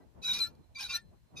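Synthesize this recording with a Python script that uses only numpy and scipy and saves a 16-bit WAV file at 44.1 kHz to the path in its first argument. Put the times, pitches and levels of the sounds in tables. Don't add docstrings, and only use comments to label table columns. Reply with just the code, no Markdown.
import sys
import numpy as np
from scipy import signal
from scipy.fft import rfft, irfft
from scipy.io import wavfile
from scipy.ndimage import uniform_filter1d

SR = 44100
rng = np.random.default_rng(int(sys.argv[2]) if len(sys.argv) > 2 else 0)


def inscribe(sig):
    pcm = np.round(np.clip(np.atleast_2d(sig).T, -1, 1) * 32767)
    wavfile.write(sys.argv[1], SR, pcm.astype(np.int16))


def to_linear_factor(level_db):
    exponent = np.asarray(level_db, float) / 20
    return 10 ** exponent


N = 61740
TOP_HZ = 15450


def curve(t, rows, col=1, off=-130.):
    r = np.array(rows)
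    if off:
        return np.interp(t, r[:, 0], r[:, col], off, off)
    return np.interp(t, r[:, 0], r[:, col])


def on_log(hz, rows, col=1):
    r = np.array(rows)
    return np.interp(np.log(np.maximum(hz, 1)), np.log(r[:, 0]), r[:, col])


def unit(x):
    return x / np.sqrt(np.mean(x ** 2))


def colour(x, rows):
    hz = np.arange(N // 2 + 1) * SR / N
    return irfft(rfft(x) * to_linear_factor(on_log(hz, rows)), N)


def walk(rate):
    k = int(SR / rate)
    held = np.repeat(rng.standard_normal(N // k + 1), k)
    return 1.3 * uniform_filter1d(uniform_filter1d(held, k), k)[:N]


def mode(x, hz, width):
    return signal.lfilter(*signal.iirpeak(hz, hz / width, SR), x)


# (f/Hz, left lead/rad, left minus right level/dB)
PORTS = [(1302, 0.47, 1.6), (2450, 0.6, 1.5), (3750, 1.33, -1.5), (4016, 1.3, 4), (4800, -0.56, -8.5),
         (6300, -1.3, -0.5), (12000, 1.3, -4.5)]


def squeal(hz, gain):
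    wobble_hz = 18
    out, on = np.zeros((2, N)), gain > 1e-6
    side = np.array([[.5], [-.5]])
    phase = (2 * np.pi * np.cumsum(hz + wobble_hz * walk(120)) / SR)[on]
    lag = side * on_log(hz[on], PORTS)
    size = np.sqrt(2) * gain[on] * to_linear_factor(side * on_log(hz[on], PORTS, col=2))
    overtone = to_linear_factor(-31) * (hz.max() < TOP_HZ / 3)
    wave = np.sin(phase + lag)
    for k in (2, 3):
        wave = wave + overtone * np.sin(k * phase + lag)
    out[:, on] = size * wave
    return out


# (t/s, f/Hz, level/dB)
LEAD = [
    [(0.218, 3984, -64), (0.232, 3786, -48.5), (0.25, 3881, -34.5), (0.318, 3801, -27.5),
     (0.329, 3797, -32)],
    [(0.329, 3944, -30), (0.339, 3870, -40.5), (0.349, 3810, -31.5), (0.375, 3884, -38.5),
     (0.381, 3814, -41.5), (0.391, 3785, -41.5), (0.397, 3925, -50.5), (0.4, 4013, -41)],
    [(0.393, 3834, -49.5), (0.397, 4010, -53), (0.403, 4028, -33), (0.421, 4068, -26.5),
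     (0.449, 3998, -32.5), (0.479, 4133, -51.5), (0.5, 4200, -76)],
    [(0.925, 3802, -58.5), (0.939, 4093, -36.5), (0.955, 4039, -29.5), (0.965, 4070, -34),
     (0.973, 4200, -55.5), (1.0, 4220, -72.5)],
]


def leading_squeal(t):
    out = 0
    for rows in LEAD:
        gain = uniform_filter1d(to_linear_factor(curve(t, rows, col=2)), size=150)
        out = out + squeal(curve(t, rows, off=0), gain * to_linear_factor(.6 * walk(130)))
    return out


SPELLS_OUT = [(.219, .045, 2540, -55), (.228, .025, 4850, -52), (.265, .065, 2330, -51),
              (.272, .02, 1615, -52), (.235, .095, 1440, -58), (.222, .045, 6230, -55),
              (.268, .058, 6210, -51), (.27, .03, 4530, -52), (.33, .035, 4385, -47),
              (.33, .045, 5550, -50), (.33, .04, 6460, -53), (.345, .05, 2420, -51), (.375, .1, 1380, -56),
              (.42, .04, 1740, -59), (.40, .045, 5410, -57), (.26, .05, 5480, -53), (.41, .05, 2320, -63),
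              (.25, .11, 990, -64)]
SPELLS_BACK = [(.75, .038, 2356, -44), (.752, .024, 4705, -52), (.765, .03, 1065, -61),
               (.78, .038, 2505, -47), (.798, .025, 5383, -47), (.80, .045, 838, -60),
               (.822, .02, 2348, -49), (.823, .018, 3935, -48), (.841, .027, 3857, -41),
               (.861, .013, 4442, -51), (.742, .016, 3990, -59), (.885, .052, 2395, -45),
               (.883, .03, 2660, -50), (.89, .048, 3740, -50), (.895, .03, 1076, -56),
               (.888, .055, 4530, -51), (.886, .025, 4780, -51), (.925, .05, 1400, -51),
               (.935, .055, 1768, -51), (.933, .037, 5850, -43), (.805, .025, 4905, -54),
               (.752, .065, 3702, -56), (.745, .1, 6172, -59), (.79, .045, 1610, -58),
               (.795, .045, 3220, -56), (.84, .02, 1470, -57), (.885, .035, 1430, -57),
               (.89, .05, 6340, -56), (.94, .035, 2710, -56), (.935, .04, 12290, -53)]
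SPELLS_NEXT = [
    (1.358, .05, 2538, -53),
    (1.362, .05, 3725, -50),
    (1.362, .04, 4984, -56),
    (1.36, .05, 6185, -55),
    (1.365, .02, 2440, -55),
]
# upper modes of the tube, and near 8.1 and 12.2 kHz overtones of the leading squeal (start
# t/s, length t/s, f/Hz, level/dB),
SPELLS_HIGH = [(.24, .03, 11530, -66), (.27, .05, 10170, -63), (.27, .025, 9250, -64),
               (.295, .03, 7645, -61), (.325, .03, 10410, -56), (.325, .025, 9740, -61),
               (.3, .09, 12280, -64), (.39, .025, 7340, -65), (.39, .08, 8060, -62), (.415, .03, 9840, -60),
               (.41, .035, 10440, -61), (.42, .07, 12210, -67), (.80, .03, 9900, -63),
               (.81, .04, 12300, -65), (.94, .035, 8170, -56), (.945, .027, 9980, -58),
               (.955, .017, 10700, -63), (.94, .02, 15400, -68), (1.365, .04, 9900, -68),
               (1.375, .03, 12300, -72)]
# (start t/s, length t/s, f/Hz, level/dB)
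SETTLE = [(0, .04, 4080, -86), (0, .03, 1943, -80), (0, .03, 1570, -81), (.07, .05, 4080, -91),
          (.62, .028, 4060, -80), (.49, .13, 4090, -88), (.65, .09, 4070, -92), (1.09, .08, 4100, -92),
          (.99, .055, 4100, -79), (1.04, .06, 4100, -82), (.99, .04, 8170, -80), (1.16, .12, 4100, -93),
          (1.272, .045, 4100, -88)]
# (f/Hz, ring t/s)
RING_S = [(800, .05), (1400, .08), (1770, .1), (2400, .04), (4000, .03), (7000, .02)]


def side_modes(t):
    attack_s, flutter_db = .011, 2.5
    out = 0
    for start, length, hz, db in SPELLS_OUT + SPELLS_BACK + SPELLS_NEXT + SPELLS_HIGH + SETTLE:
        u = t - start
        grow = np.clip(u / attack_s, 0, 1) ** 2
        ring_down = to_linear_factor(-60 * np.clip(u - length, 0, 1) / on_log(hz, RING_S))
        out = out + squeal(hz + 0 * t, grow * ring_down * to_linear_factor(db + flutter_db * walk(150)))
    return out


# (t/s, squeal dip level/dB, grit spit level/dB)
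SLIPS = [(.242, -8, 2), (.274, -9, 6), (.289, -8, 6), (.3285, -22, 4), (.336, -14, 8), (.341, -10, 8),
         (.352, -5, 5), (.366, -16, 3), (.426, -4, 2), (.787, -6, 3), (.806, -2, 6), (.827, -4, 8),
         (.8545, -12, 4), (.87, -8, 2), (.899, -2, 6), (1.38, -8, 4), (1.394, -8, 5)]


def slips(t):
    slip_s = .0016
    dip, spit = 0, 0
    for s, dip_db, spit_db in SLIPS:
        dip = dip + dip_db * np.exp(-((t - s - .001) / slip_s) ** 2)
        spit = spit + spit_db * np.exp(-((t - s - .002) / slip_s) ** 2)
    return dip, spit


# (t/s, level/dB)
DRAG = [
    [(.217, -76.5), (.235, -61.5), (.27, -56), (.34, -54), (.38, -57.5), (.42, -58.5), (.468, -68.5),
     (.485, -76.5), (.52, -91)],
    [(.748, -72.5), (.765, -74.5), (.8, -56.5), (.86, -57), (.878, -63.5), (.892, -59), (.968, -54),
     (.978, -65), (1.02, -86)],
    [(1.356, -79), (1.366, -74), (1.4, -61.5)],
]


def pivot_drag(t, spit):
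    drag = uniform_filter1d(sum(to_linear_factor(curve(t, rows)) for rows in DRAG), size=100)
    return drag * to_linear_factor(.5 * spit + 1.2 * walk(250))


# (f/Hz, level/dB)
TONE_DIPS = [(6600, 0), (7000, -9), (7600, 0), (8500, -10), (9300, 0), (12600, 0), (13000, -8), (13600, 0)]


def patchy(x, patches):
    out = 0
    for hz, drift in patches:
        band = mode(mode(x, hz, hz / 14), hz, hz / 14)
        out = out + band * to_linear_factor(7 * np.clip(drift, -3, .3) + on_log(hz, TONE_DIPS))
    return unit(out)


# (f/Hz, level/dB)
CHATTER = [(600, -19.5), (1500, -13), (4000, -2), (6300, -2), (7000, -13), (10000, -11), (13000, -18),
           (15500, -18.5)]


def bush_chatter(lead, sides, drag, patches):
    gap, lead_share, level_db = 1, .32, 7
    shake = sides[0] + lead_share * lead[0]
    shake = shake / np.sqrt(uniform_filter1d(shake ** 2, size=300) + 1e-9)
    strikes = np.clip(shake - gap, 0, 1) ** 2
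    chatter = patchy(colour(strikes, CHATTER), patches)
    return to_linear_factor(level_db) * drag * np.array([chatter, np.roll(chatter, shift=2)])


# (f/Hz, level/dB per Hz)
GRIT = [(500, -35), (900, -4.5), (2400, -13.5), (4200, 0), (6400, -12.5), (7100, -15), (10500, -9.5),
        (15500, -28)]
# (f/Hz, width f/Hz, level/dB)
FRAME = [(1375, 9.7, -34), (1800, 26, -33), (2404, 79, -8.5), (3750, 44, -8.5), (3927, 39, -11),
         (4570, 80, -9.5), (5460, 290, -21), (6050, 45, -27.5), (6270, 150, -16.5)]
# (t/s, level/dB)
TICKS = [
    (0.475, -57.5),
    (0.553, -66.5),
]


def grit_and_frame(t, drag, patches, shared):
    grit_db, rattle_db, grain_db = 6, 8.5, 3
    ticks = sum(to_linear_factor(db) * np.exp(-np.abs(t - s) / .0024) for s, db in TICKS)
    out = np.zeros((2, N))
    for ch in range(2):
        noise = np.roll(shared, shift=ch) + 2.2 * rng.standard_normal(N)
        grains = unit(noise * to_linear_factor(grain_db * rng.exponential(size=N)))
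        rattle = sum(to_linear_factor(db) * mode(mode(grains, hz, w), hz, 2 * w) for hz, w, db in FRAME)
        grit = patchy(colour(grains, GRIT), patches)
        out[ch] = (to_linear_factor(grit_db) * drag + ticks) * grit + to_linear_factor(rattle_db) * drag * unit(rattle)
    return out


# (f/Hz, level/dB, 60 dB decay t/s)
AFTER = [(4105, -49, .9), (2370, -49, .6)]


def after_ring(drag):
    push = drag * rng.standard_normal(N)
    ring = 0
    for hz, db, decay_s in AFTER:
        width = np.log(1000) / (np.pi * decay_s)
        ring = ring + to_linear_factor(db + 64.5 + 1.1 * walk(40)) * mode(push, hz, width)
    return np.array([ring, np.roll(ring, shift=2)])


def pivot(t):
    dip, spit = slips(t)
    lead = leading_squeal(t) * to_linear_factor(dip)
    sides = side_modes(t) * to_linear_factor(dip * (t > .7))
    drag = pivot_drag(t, spit)
    patches = [(hz, walk(40)) for hz in 600 * 2 ** np.arange(0, 4.7, 1 / 11)]
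    chatter = bush_chatter(lead, sides, drag, patches)
    shared = rng.standard_normal(N)
    ring = after_ring(drag)
    return lead + sides + chatter + ring + grit_and_frame(t, drag, patches, shared)


# (t/s, level/dB)
GUST = [(0, -57), (.06, -67), (.13, -73), (.18, -60.5), (.24, -69.5), (.33, -62), (.40, -66.5),
        (.45, -65.5), (.58, -68), (.65, -80), (.76, -72), (.95, -73), (1.1, -78), (1.14, -67),
        (1.22, -88.5), (1.29, -76.5), (1.34, -60), (1.4, -58.5)]
# (t/s, lift level/dB)
BUMPS = [
    (.17, 2.5),
    (0.327, 8),
    (0.604, 9.5),
    (0.889, 2.5),
    (1.044, 7.5),
    (1.09, 8),
    (1.13, 0.5),
    (1.34, 3),
]
# (f/Hz, level/dB per Hz)
WIND = [(28, -20.5), (60, -0.5), (120, -5.5), (400, -12), (900, -17.5), (1300, -35.5), (3000, -51.5)]


def wind(t):
    wind_db, gust_mid_db, buffet_db, bump_s = -57.5, -70, 2.5, .016
    out, gust = np.zeros((2, N)), curve(t, GUST, off=0) - gust_mid_db
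    thump = [walk(32), walk(35)]
    bumps = sum(db * np.exp(-((t - s) / bump_s) ** 2) for s, db in BUMPS)
    for hz in 28 * 2 ** np.arange(0, 6.6, .5):
        follow = np.interp(np.log(hz), np.log([60, 300]), [.16, .92])
        lean = np.interp(np.log(hz), np.log([150, 400]), [5.5, -1.5])
        for ch in range(2):
            band = mode(mode(rng.standard_normal(N), hz, hz / 2), hz, hz / 2)
            level = on_log(hz, WIND) + follow * gust + lean * (1.0 - ch)
            level = level + buffet_db * thump[ch] + bumps * (hz < 250) + 3.4 * walk(30)
            out[ch] += band * to_linear_factor(level)
    return unit(out) * to_linear_factor(wind_db)


# (f/Hz, level/dB per Hz)
HISS = [(900, -16), (1500, -4.5), (3300, -8), (15500, -16)]


def park_hiss():
    return to_linear_factor(-78.5) * np.array([unit(colour(rng.standard_normal(N), HISS)) for _ in range(2)])


def scene():
    t = np.arange(N) / SR
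    hiss = park_hiss()
    return pivot(t) + wind(t) + hiss


def top_cut(x):
    return signal.sosfilt(signal.butter(12, 15630, fs=SR, output="sos"), x)


def record(dry):
    low_pass = signal.ellip(10, .2, 70, TOP_HZ, fs=SR, output="sos")
    mix = signal.sosfilt(low_pass, dry)
    return top_cut(mix)


dry = scene()
out = record(dry)
inscribe(out)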